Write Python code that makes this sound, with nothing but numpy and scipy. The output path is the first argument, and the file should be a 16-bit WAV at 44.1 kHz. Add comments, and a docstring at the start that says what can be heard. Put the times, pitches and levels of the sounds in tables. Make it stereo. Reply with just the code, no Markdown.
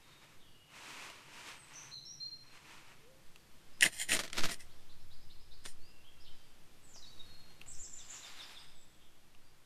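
"""A knife is scraped hard down a ferro rod over a stump, close to the microphone in a forest.
The edge rasps in noisy strokes that ring the blade, snags in sharp kicks, and throws sparks that sputter and pop.
Jacket sleeves swish as woven noise, tools tap on the wood, and clothes and boots rub low on the ground.
Small birds whistle from both sides in gliding tones among echoing trunks; far off are leaves, a hum and a hoot.
Light air rocks the microphone as low-frequency noise."""
import sys
import numpy as np
from scipy import signal
from scipy.fft import rfft, irfft, next_fast_len
from scipy.io import wavfile
from scipy.ndimage import map_coordinates

SR = 44100
rng = np.random.default_rng(int(sys.argv[2]) if len(sys.argv) > 2 else 0)


def transcribe(u):
    """Save the signal u as a 16-bit wav file named by the first command-line argument.

    u: samples, shape (n,) or (channels, n), limited to [-1, 1]; the rate is SR.
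    q: integer samples, one column per channel.
    """
    v = np.clip(np.atleast_2d(u).T, -1, 1)
    q = np.round(v * 32767).astype(np.int16)
    wavfile.write(sys.argv[1], SR, q)


N = 425565  # length [samples]

# The microphone moves from above the stump to a breezier spot beside it
MOVE_S = 3.4
TOP_HZ = 14300  # the recorder's band limit

# Far hum: steady level until the microphone moves, and one swell (start [s], top [s], end [s])
HUM_DB, HUM_SWELL_DB, HUM_SWELL_S = -76.5, -68.5, (1.5, 1.98, 2.45)
# Far leaves, level: (time [s], level [dB])
LEAVES_LEVEL = [(0, -64), (1.5, -66), (2.4, -66), (2.8, -64), (4.6, -63), (5.2, -66), (6.4, -64),
                (7.3, -63), (8, -65), (9.65, -66)]
LEAVES_DRIFT_DB = 0.25
# Far leaves, relative spectrum: (frequency [Hz], density [dB per Hz])
LEAVES_SPECTRUM = [(18, -21), (30, -18), (38, -19.5), (84, -18.5), (118, -17), (214, -21), (263, -24),
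                   (316, -21), (398, -25), (651, -28), (1180, -29), (1280, -29.5), (2770, -30.5),
                   (4190, -32), (14500, -38.5)]
# Far leaves, likeness of the two channels: (frequency [Hz], left-right correlation [0-1])
LEAVES_LIKENESS = [(60, 1), (900, 1), (2200, 1), (3500, 0.81), (6000, 0.39), (14000, 0.13)]
# Far hoot, sliding pitch: (time [s], frequency [Hz])
HOOT_PITCH = [(2.98, 410.6), (3.05, 449), (3.1, 527), (3.2, 530)]
# Air on the microphone, before its swings and trim: (time [s], level [dB])
BREEZE_LEVEL = [(0, -54), (2.8, -59.5), (3.4, -44.5), (4.45, -31.5), (4.75, -40.5), (5.05, -31), (5.6, -32),
                (6, -41), (6.3, -37), (6.55, -44), (7.2, -36), (7.55, -44), (7.8, -30.5), (8.2, -46.5),
                (9.65, -44)]
GUST_DB, GUSTS_PER_S = 3, 9  # size and rate of the random swings
# Air on the microphone, relative spectrum: (frequency [Hz], density [dB per Hz])
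BREEZE_SPECTRUM = [(2, -1.5), (6, 6), (12, -16.5), (25, -35.5), (50, -34), (120, -43.5), (300, -74)]

# Bird songs, one for each perch: (left-right [dB], its notes: (time [s], length [s], start pitch [Hz],
# end pitch [Hz], level before the call's gains [dB], buzz [0-1]))
SONGS = [(11, [(.01, 0.24, 3700, 3710, -65, 0.39), (.403, 0.073, 3500, 3320, -60, 0.4),
         (.43, 0.33, 2940, 2880, -63, 0.19), (1.558, .11, 8320, 8030, -56, .15),
         (1.733, 0.1, 6060, 5990, -45.5, 0.55), (1.912, 0.081, 4250, 4010, -41, 0.3),
         (2.051, .098, 5370, 5770, -44, 0.14), (2.201, 0.07, 4160, 4197, -35.5, 0.05)]),
         (-13.5, [(5.799, .12, 4150, 5070, -61.5, 0.1), (6.044, .066, 3020, 3314, -57, 0.27),
         (6.2, 0.033, 4700, 5250, -56, 0.57), (6.238, 0.05, 4505, 3180, -53.5, .86),
         (6.827, .11, 8260, 7100, -57.5, .6), (6.935, .048, 6960, 4760, -49, 0.8),
         (7.022, 0.034, 4100, 3790, -45.5, 0.2), (7.06, 0.048, 4370, 4500, -52, 0.14),
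         (7.11, 0.032, 3830, 3900, -52, .14), (7.193, 0.024, 3790, 3750, -45, .02),
         (7.251, 0.23, 4310, 4245, -55, 0.08), (8.536, 0.15, 9000, 8100, -66, 0.2),
         (8.75, 0.11, 7920, 7650, -62.5, 0.02)]), (-4, [(3.728, 0.043, 5150, 4960, -60, 0),
         (5.802, .19, 2750, 2750, -62, 0.15), (6.317, 0.115, 4830, 4680, -63.5, .2),
         (8.98, 0.099, 3110, 3300, -65, 0.78)])]
# Two-note trill syllables: (delay [s], length [s], start pitch [Hz], end pitch [Hz],
# level relative to the repeat [dB], buzz [0-1]); pitches vary a little at each repeat
RISING = [(0, .04, 3200, 4605, 0, .8), (.1, .04, 4850, 5200, -6, .4)]
HIGH_BUZZ = [(0, 0.0588, 7150, 7500, -0.5, 0.81), (0.045, .046, 6660, 5570, -8, .9)]
FALLING = [(0, 0.0342, 4170, 3470, 0.5, .25), (.024, 0.0465, 5240, 4760, -6.5, .62)]
# Trills, one syllable repeated: (left-right [dB], syllable, its repeats: (time [s], level before gains [dB]))
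TRILLS = [(-8, RISING, [(4.69, -61.5), (4.887, -57.5), (5.101, -55.5), (5.295, -54.5), (5.506, -54.5)]),
          (-12, HIGH_BUZZ, [(7.662, -44.5), (7.777, -41.5), (7.927, -45), (8.084, -42.5)]),
          (-17, FALLING, [(7.985, -52), (8.226, -46.5), (8.388, -43.5), (8.552, -47)])]
REPEAT_SPREAD = 0.0152  # relative pitch spread of the repeated notes
GLIDE_EASE = 1.6  # a note slides fast at first, then settles on its end pitch
# Stray notes from deep in the wood; the spread is of log pitch, the level is before the call's gains
FAR_NOTES_PER_S, FAR_HZ, FAR_SPREAD = 1.5, 4300, .2
FAR_LENGTH_S, FAR_DB, FAR_BUZZ = .08, -70.5, .3
# Nearby leaves and branches that smear a call: (frequency [Hz], time to fall 60 dB [s])
CANOPY_DECAY = [(2000, 0.15), (8000, 0.19)]
# Trunks that echo a call; the tail is cut after about a second: (frequency [Hz], time to fall 60 dB [s])
TRUNK_DECAY = [(200, 0.54), (2000, 2.5), (4000, 0.9), (8000, 1.1), (14000, 0.55)]

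# The sitter shifts his weight: (start [s], fastest [s], end [s], level [dB])
SHIFTS = [(3.3, 4.2, 5.1, -67.5), (6.796, 7.597, 8.28, -66)]
# Dull rub on the ground, relative spectrum: (frequency [Hz], density [dB per Hz])
GROUND_SPECTRUM = [(30, -8), (110, -1), (250, -8), (700, -17), (3000, -17), (14000, -33)]
# Arm movements: (start [s], fastest [s], end [s], swish before folds and brightening [dB])
ARM_MOVES = [(-.1, 0.24, 0.42, -63), (0.667, 0.972, 1.2, -49.5), (1.04, 1.212, 1.44, -57.5),
             (1.307, 1.391, 1.51, -52), (1.38, 1.48, 1.606, -50.5), (1.485, 1.873, 1.957, -56.5),
             (2.415, 2.62, 3.1, -58), (7.908, 8.31, 8.8, -55)]
# The jacket heard from above, then beside the stump, relative spectra: (frequency [Hz], density [dB per Hz])
CLOTH_SPECTRA = [
    [(120, -22), (200, -10), (231, -9), (319, -5.5), (440, -9.5), (619, -9.5), (809, -8), (918, -1.5),
     (1630, -4.5), (2640, -1.5), (3400, -7.5), (7880, -13.5), (13700, -27.5), (14500, -30)],
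    [(120, -33.5), (200, -8), (297, -7), (425, -9), (795, -2), (3520, 1), (6360, -9.5), (7610, -9.5),
     (14500, -19.5)],
]
SWISH_POWER, FOLDS_DB = 0.95, 1.5  # the swish grows with arm speed to this power; folds make it uneven
SWISH_TREBLE_HZ, SWISH_BRIGHTEN = 3300, 0.14  # a faster arm brings out the treble above this, to this power

# Tools touch the stump: (time [s], click peak [dB], thud peak relative to the click [dB])
TAPS = [(1.0224, -45, -6), (1.0997, -40, -9), (3.3595, -44.5, -13), (6.96, -55, 5.5), (7.505, -56, -1),
        (7.615, -36.5, -21), (7.661, -57, 4), (9.349, -51, -18)]
# Resonances of the tapping tool: (frequency [Hz], width [Hz], gain [dB])
TOOL_MODES = [(1140, 280, 9.5), (2750, 480, 20), (3380, 450, -18), (5800, 700, -17), (9800, 2000, -26)]
# Resonances of the stump: (frequency [Hz], width [Hz], gain [dB])
STUMP_MODES = [(170, 92, -4.5), (327.4, 240, -4), (684, 430, 5.5)]
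# Showers of burning metal: (peak time [s], level [dB], rise over 20 dB [s], fall over 20 dB [s])
SHOWERS = [(3.852, -36, 0.044, 0.044), (4.135, -36, 0.045, 0.026), (4.163, -36.5, 0.027, .025),
           (4.202, -35.5, 0.012, 0.025), (4.24, -45, 0.012, 0.051), (4.355, -45.5, 0.032, 0.025),
           (4.384, -37, 0.019, 0.033), (4.447, -36.5, 0.04, 0.041), (4.505, -42, 0.035, 0.052),
           (5.659, -52.5, 0.017, 0.036)]
# Sputter of the showers, relative spectrum: (frequency [Hz], density [dB per Hz])
SPARK_SPECTRUM = [(47, -32.5), (80, -9), (195, -2), (271, -4.5), (322, 0), (446, -9), (675, -3), (803, -16),
                  (857, -9.5), (935, -12), (1920, -4.5), (3030, -8.5), (3850, -6.5), (8600, -17),
                  (14500, -24)]
# Single sparks burst: (time [s], peak [dB])
POPS = [(4.1681, -23), (4.1916, -17.5), (4.2366, -26.5), (4.2785, -33), (4.3008, -34.5), (4.3307, -28),
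        (4.3706, -25.5), (4.3782, -20.5), (4.383, -18.5), (4.3927, -18.5), (4.407, -25), (4.436, -21),
        (4.4422, -20), (4.457, -19), (4.494, -27), (5.6534, -32), (5.66, -30)]
# A burst between hands and stump: (frequency [Hz], width [Hz], gain [dB])
POP_MODES = [(297, 380, 4.5), (1590, 1700, 7.5), (3530, 3600, 3), (7500, 1900, -41)]
# Strokes along the rod: (peak time [s], level before the treble tilt [dB], rise over 20 dB [s],
# fall over 20 dB [s], treble against body [dB])
STROKES = [(3.834, -27, 0.019, 0.028, 4.5), (3.857, -31, 0.023, 0.033, 1.5), (3.949, -49, 0.065, 0.14, 4),
           (4.016, -39, 0.047, 0.05, 4.5), (4.096, -38.5, 0.012, 0.056, 0.5),
           (4.123, -26.5, 0.028, 0.053, 3), (4.2, -44, 0.023, 0.035, 1), (4.52, -44, 0.023, 0.04, 6),
           (4.605, -54, 0.017, 0.048, 3), (5.66, -52, 0.023, 0.076, 3.5)]
# The edge catches and lets go: (time [s], peak [dB], treble gain before scaling to the peak [dB])
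SNAGS = [(3.808, -18.5, 29), (3.8242, -10, 1.5), (3.829, -11.5, 0), (3.838, -11.5, -2), (3.856, -23, 1.5),
         (3.8622, -20, -4), (4.093, -31, 7), (4.118, -17, -8), (4.1304, -21, 5), (4.3297, -29.5, 0),
         (4.542, -33.5, 6)]
# Resonances of knife and rod, varied by each stroke and widened by a snag: (frequency [Hz], width [Hz], gain [dB])
BLADE_MODES = [(1760, 330, -11), (1900, 130, 0), (2058, 55, 1.5), (2564, 180, -4.5), (2880, 69, -3),
               (3150, 180, -5), (4100, 200, -11), (5240, 850, -10), (7010, 290, -7), (8000, 270, -14),
               (8730, 100, -3.5), (9170, 86, -6.5), (10300, 120, -23), (12640, 1250, -20)]
# The force of tearing chips: (frequency [Hz], gain [dB])
CHIP_FORCE = [(500, -37), (1100, -29), (1500, -6), (1900, 0.5), (5000, -1.5), (10000, 1.5), (11200, -2),
              (14500, -9)]
# Side signal of the close sounds: (frequency [Hz], gain [dB])
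SIDE_SPECTRUM = [(100, -47), (1200, -49.5), (2500, -61), (4500, -17), (9000, -5), (14000, -3.5)]


def amp(db):
    """Decibels to gain."""
    return 10 ** (np.asarray(db) / 20)


def unit(x):
    """Scale to rms 1."""
    return x / np.sqrt(np.mean(x ** 2) + 1e-20)


def peaked(x):
    """Scale to peak 1."""
    return x / np.abs(x).max()


def along(points, hz):
    """Read (frequency [Hz], value) points on a log frequency axis."""
    f, v = np.transpose(points)
    return np.interp(np.log(hz + 1), np.log(f + 1), v)


def curves(rows):
    """One value per sample for each column after the time."""
    s, *cols = np.transpose(rows)
    return [np.interp(np.arange(N) / SR, s, c) for c in cols]


def wobble(rate, size=N):
    """A smooth random curve, rate knots a second."""
    knots = rng.standard_normal(int(size * rate / SR) + 4)
    return map_coordinates(knots, [np.arange(size) * rate / SR])


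def filtered(x, response):
    """Multiply the spectrum of x by a response of frequency."""
    n = x.shape[-1]
    m = next_fast_len(n + 8192)  # room for the ringing
    return irfft(rfft(x, m) * response(np.fft.rfftfreq(m, 1 / SR)), m)[..., :n]


def coloured(x, spectrum):
    """Shape x by a (frequency [Hz], gain [dB]) spectrum."""
    return filtered(x, lambda hz: amp(along(spectrum, hz)))


def ring(x, modes):
    """Drive the resonances of a body with x."""
    def response(f):
        return sum(amp(db) * 1j * f * w / (c * c - f * f + 1j * f * w) for c, w, db in modes)
    return filtered(x, response)


def split(x, hz):
    """The parts of x below and above a frequency."""
    return [signal.sosfilt(signal.butter(3, hz, kind, fs=SR, output='sos'), x) for kind in ('low', 'high')]


def add(track, s, x):
    """Mix x into the track at time s."""
    part = track[..., round(s * SR):][..., :x.shape[-1]]
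    part += x[..., :part.shape[-1]]


def swell(s, rise, fall, size=N):
    """A peak at s that is 20 dB down a rise earlier and a fall later."""
    t = np.arange(size) / SR - s
    return amp(-20 * np.minimum(np.maximum(-t / rise, t / fall), 4) ** 1.58)


def arc(start, top, end):
    """A smooth rise from rest to 1 and back, like the speed of a hand."""
    return np.sin(np.pi / 2 * np.interp(np.arange(N) / SR, [start, top, end], [0, 1, 0]))


def grains(rate, spread_db, size=N):
    """Random impulses, rate a second, of uneven size and either sign, at rms 1."""
    hits = rng.random(size) < rate / SR
    signs = rng.choice([-1, 1], size)
    sizes = amp(spread_db * rng.standard_normal(size).clip(-2, 2))
    return unit(hits * signs * sizes)


def echo(x, decay):
    """Sound scattered back in a noise tail that dies at its own speed in each band."""
    hz, t, z = signal.stft(rng.standard_normal((2, SR)), SR, nperseg=256)
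    fade = amp(-60 * t / along(decay, hz)[:, None])
    tail = signal.istft(z * fade, SR, nperseg=256)[1]
    return signal.fftconvolve(x, tail / np.linalg.norm(tail[0]), axes=1)[:, :N]


def near(source):
    """Two draws of a source: a shared middle, and a side signal very weak in the bass, stronger in the treble."""
    mid, side = source(), coloured(source(), SIDE_SPECTRUM)
    return np.array([mid + side, mid - side])


def hum():
    """A far hum is noise through two low, overlapping resonances."""
    steady = amp(HUM_DB) * (np.arange(N) / SR < MOVE_S)
    level = steady + amp(HUM_SWELL_DB) * arc(*HUM_SWELL_S)
    narrow = ring(rng.standard_normal(N), [(137.6, 21, 0)])
    return level * unit(ring(narrow, [(131, 40, 0)]))


def leaves():
    """Far leaves are a wide wash of noise whose channels grow less alike in the treble."""
    def mid_side(hz):
        turn = np.arccos(np.clip(along(LEAVES_LIKENESS, hz), -1, 1)) / 2
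        return amp(along(LEAVES_SPECTRUM, hz)) * [np.cos(turn), np.sin(turn)]
    mid, side = filtered(rng.standard_normal((2, N)), mid_side)
    level = amp(curves(LEAVES_LEVEL)[0] + LEAVES_DRIFT_DB * wobble(5))
    return level * unit(np.array([mid + side, mid - side]))


def hoot():
    """One faint far hoot is a pure tone that slides upward."""
    hz = curves(HOOT_PITCH)[0]
    return amp(-62.5) * swell(3.08, 0.11, 0.18) * np.sin(2 * np.pi * np.cumsum(hz) / SR)


def breeze():
    """Light air rocks the microphone: gusting low noise, the same in both channels."""
    level_db = curves(BREEZE_LEVEL)[0] + GUST_DB * wobble(GUSTS_PER_S)
    return amp(level_db - 5.5) * unit(coloured(rng.standard_normal(N), BREEZE_SPECTRUM))


def forest():
    """The far forest and the air at the microphone."""
    return leaves() + breeze() + hum() + hoot()


def bird_notes():
    """Every song, trill and stray note: (time, length, start pitch, end pitch, level, buzz, left-right)."""
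    notes = [(*note, pan) for pan, song in SONGS for note in song]
    for pan, syllable, repeats in TRILLS:
        for s, db in repeats:
            for delay, length, start, end, level, buzz in syllable:
                pitch = 1 + REPEAT_SPREAD * rng.normal()
                notes.append((s + delay, length, start * pitch, end * pitch, db + level, buzz, pan))
    for s in rng.uniform(0, N / SR, int(FAR_NOTES_PER_S * N / SR)):
        pitch, slide, side = rng.standard_normal(3)
        hz = FAR_HZ * np.exp(FAR_SPREAD * pitch)
        notes.append((s, FAR_LENGTH_S, hz, hz * np.exp(.07 * slide), FAR_DB, FAR_BUZZ, 8 * side))
    return notes


def birds():
    """Each note is a gliding whistle; a fast flutter makes it buzzy, and canopy and trunks scatter it."""
    direct, scattered = np.zeros((2, 2, N))
    for s, length, start, end, db, buzz, pan in bird_notes():
        u = np.linspace(0, 1, int(length * SR))
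        glide = end + (start - end) * (1 - u) ** GLIDE_EASE
        pitch = glide + 380 * buzz * wobble(602, size=SR // 2)[:len(u)]
        flutter = amp(4.1 * buzz * wobble(127, size=SR // 2)[:len(u)])  # buzzy notes also break up in level
        envelope = np.abs(np.sin(np.pi * u)) ** 0.33
        note = unit(np.sin(2 * np.pi * np.cumsum(pitch) / SR) * flutter * envelope)
        far = -amp(-abs(pan))  # the far channel is weaker and inverted
        sides = [1, far] if pan > 0 else [far, 1]
        call = amp(db - 1.5) * np.outer(sides, note)
        add(direct, s, amp(2 - 7.0 * buzz) * call)
        add(scattered, s, buzz * call)
    trunks = amp(-6.5) * echo(direct + 1.04 * scattered, TRUNK_DECAY)
    return direct + echo(scattered, CANOPY_DECAY) + trunks


def legs():
    """Trousers and boots rub dully on the ground: sparse grains and noise that follow the body's speed."""
    rub = unit(coloured(grains(rate=180, spread_db=0) + 0.76 * rng.standard_normal(N), GROUND_SPECTRUM))
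    return rub * sum(amp(db) * arc(start, top, end) for start, top, end, db in SHIFTS)


def weave():
    """Threads sliding over each other: dense grains and noise, coloured by where the microphone stands."""
    threads = grains(rate=7000, spread_db=1.5) + 0.69 * rng.standard_normal(N)
    parts = np.split(threads, [round(MOVE_S * SR)])
    return np.concatenate([unit(coloured(part, cloth)) for part, cloth in zip(parts, CLOTH_SPECTRA)])


def sleeves():
    """The jacket gives a fine, dense swish that follows the arm's speed."""
    body, treble = split(near(weave), SWISH_TREBLE_HZ)
    moves = [amp(db) * arc(start, top, end) ** SWISH_POWER for start, top, end, db in ARM_MOVES]
    swish = np.linalg.norm(moves, axis=0)  # overlapping moves add in power
    folds = amp(FOLDS_DB * wobble(25))
    return swish * folds * (body + treble * peaked(swish) ** SWISH_BRIGHTEN)


def taps():
    """A tool clicks on the stump, which answers with a dead thud."""
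    out, t = np.zeros(N), np.arange(SR // 10) / SR
    for s, db, thud_db in TAPS:
        contact = amp(-60 * t / 0.013) + 0.065 * amp(-60 * t / 0.093)
        click = ring(rng.standard_normal(len(t)) * contact, TOOL_MODES)
        thud = ring(rng.standard_normal(len(t)) * amp(-60 * t / 0.076), STUMP_MODES)
        add(out, s, amp(db) * (peaked(click) + amp(thud_db) * peaked(thud)))
    return out


def sparks():
    """Chips burn with a dry sputter of grains and noise; the largest burst with a pop."""
    out = np.zeros(N)
    for s, db, rise, fall in SHOWERS:
        add(out, s - .5, amp(db) * swell(.5, rise, fall, size=SR))
    out *= unit(coloured(grains(rate=1800, spread_db=5.5) + 0.71 * rng.standard_normal(N), SPARK_SPECTRUM))
    t = np.arange(SR // 50) / SR
    for s, db in POPS:
        scatter = 0.14 * rng.standard_normal(len(t)) * amp(-60 * t / 0.03)  # off hands and stump
        burst = (t == 0) + scatter
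        pop = split(ring(burst, POP_MODES), 7700)[0]
        add(out, s, amp(db) * peaked(pop))
    return out


def strokes():
    """The edge tears chips off the rod; the chattering friction rings the blade and drives the stump."""
    out = np.zeros(N)
    for s, db, rise, fall, bright in STROKES:
        chatter = amp(1.24 * wobble(350, size=SR) + 1.2 * wobble(89.87, size=SR))
        friction = (grains(rate=2500, spread_db=5.5, size=SR) + 0.68 * rng.standard_normal(SR)) * chatter
        # grip and contact point differ from stroke to stroke, and so does the ring
        modes = [(hz * (1 + 0.006 * rng.normal()), width, level + 2.9 * rng.normal())
                 for hz, width, level in BLADE_MODES]
        scrape = unit(coloured(ring(friction, modes) + 0.051 * friction, CHIP_FORCE))
        body, treble = split(scrape, 3680)
        wood = amp(-19) * unit(ring(ring(friction, STUMP_MODES), STUMP_MODES))  # driven by the rod's tip
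        level = amp(db - bright / 2) * swell(0.4991, rise, fall, size=SR)
        add(out, s - .5, level * (wood + body + amp(bright) * treble))
    return out


def snags():
    """The edge catches and lets go: a very short slip kicks the blade hard."""
    out, t = np.zeros(N), np.arange(SR // 20) / SR
    damped = [(hz, width + 250, db) for hz, width, db in BLADE_MODES]  # an edge that digs in damps the blade
    for s, db, bright in SNAGS:
        slip = rng.standard_normal(len(t)) * t ** 2 * np.exp(-t / 0.00071)
        body, treble = split(coloured(ring(slip, damped), CHIP_FORCE), 3930)
        kick = body + amp(bright) * split(treble, 7300)[0]
        add(out, s, amp(db) * peaked(kick))
    return out


def rasp():
    """The knife on the rod: strokes that rasp and snags that kick."""
    return strokes() + snags()


def scene():
    """Close, dry handwork before distant birds."""
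    work = near(rasp) + near(sparks) + near(taps) + sleeves() + legs()
    return work + birds() + forest()


def record(dry):
    """The recorder keeps next to nothing above its band limit."""
    return filtered(dry, lambda hz: 1 / (1 + (hz / TOP_HZ) ** 200))


dry = scene()
out = record(dry)
transcribe(out)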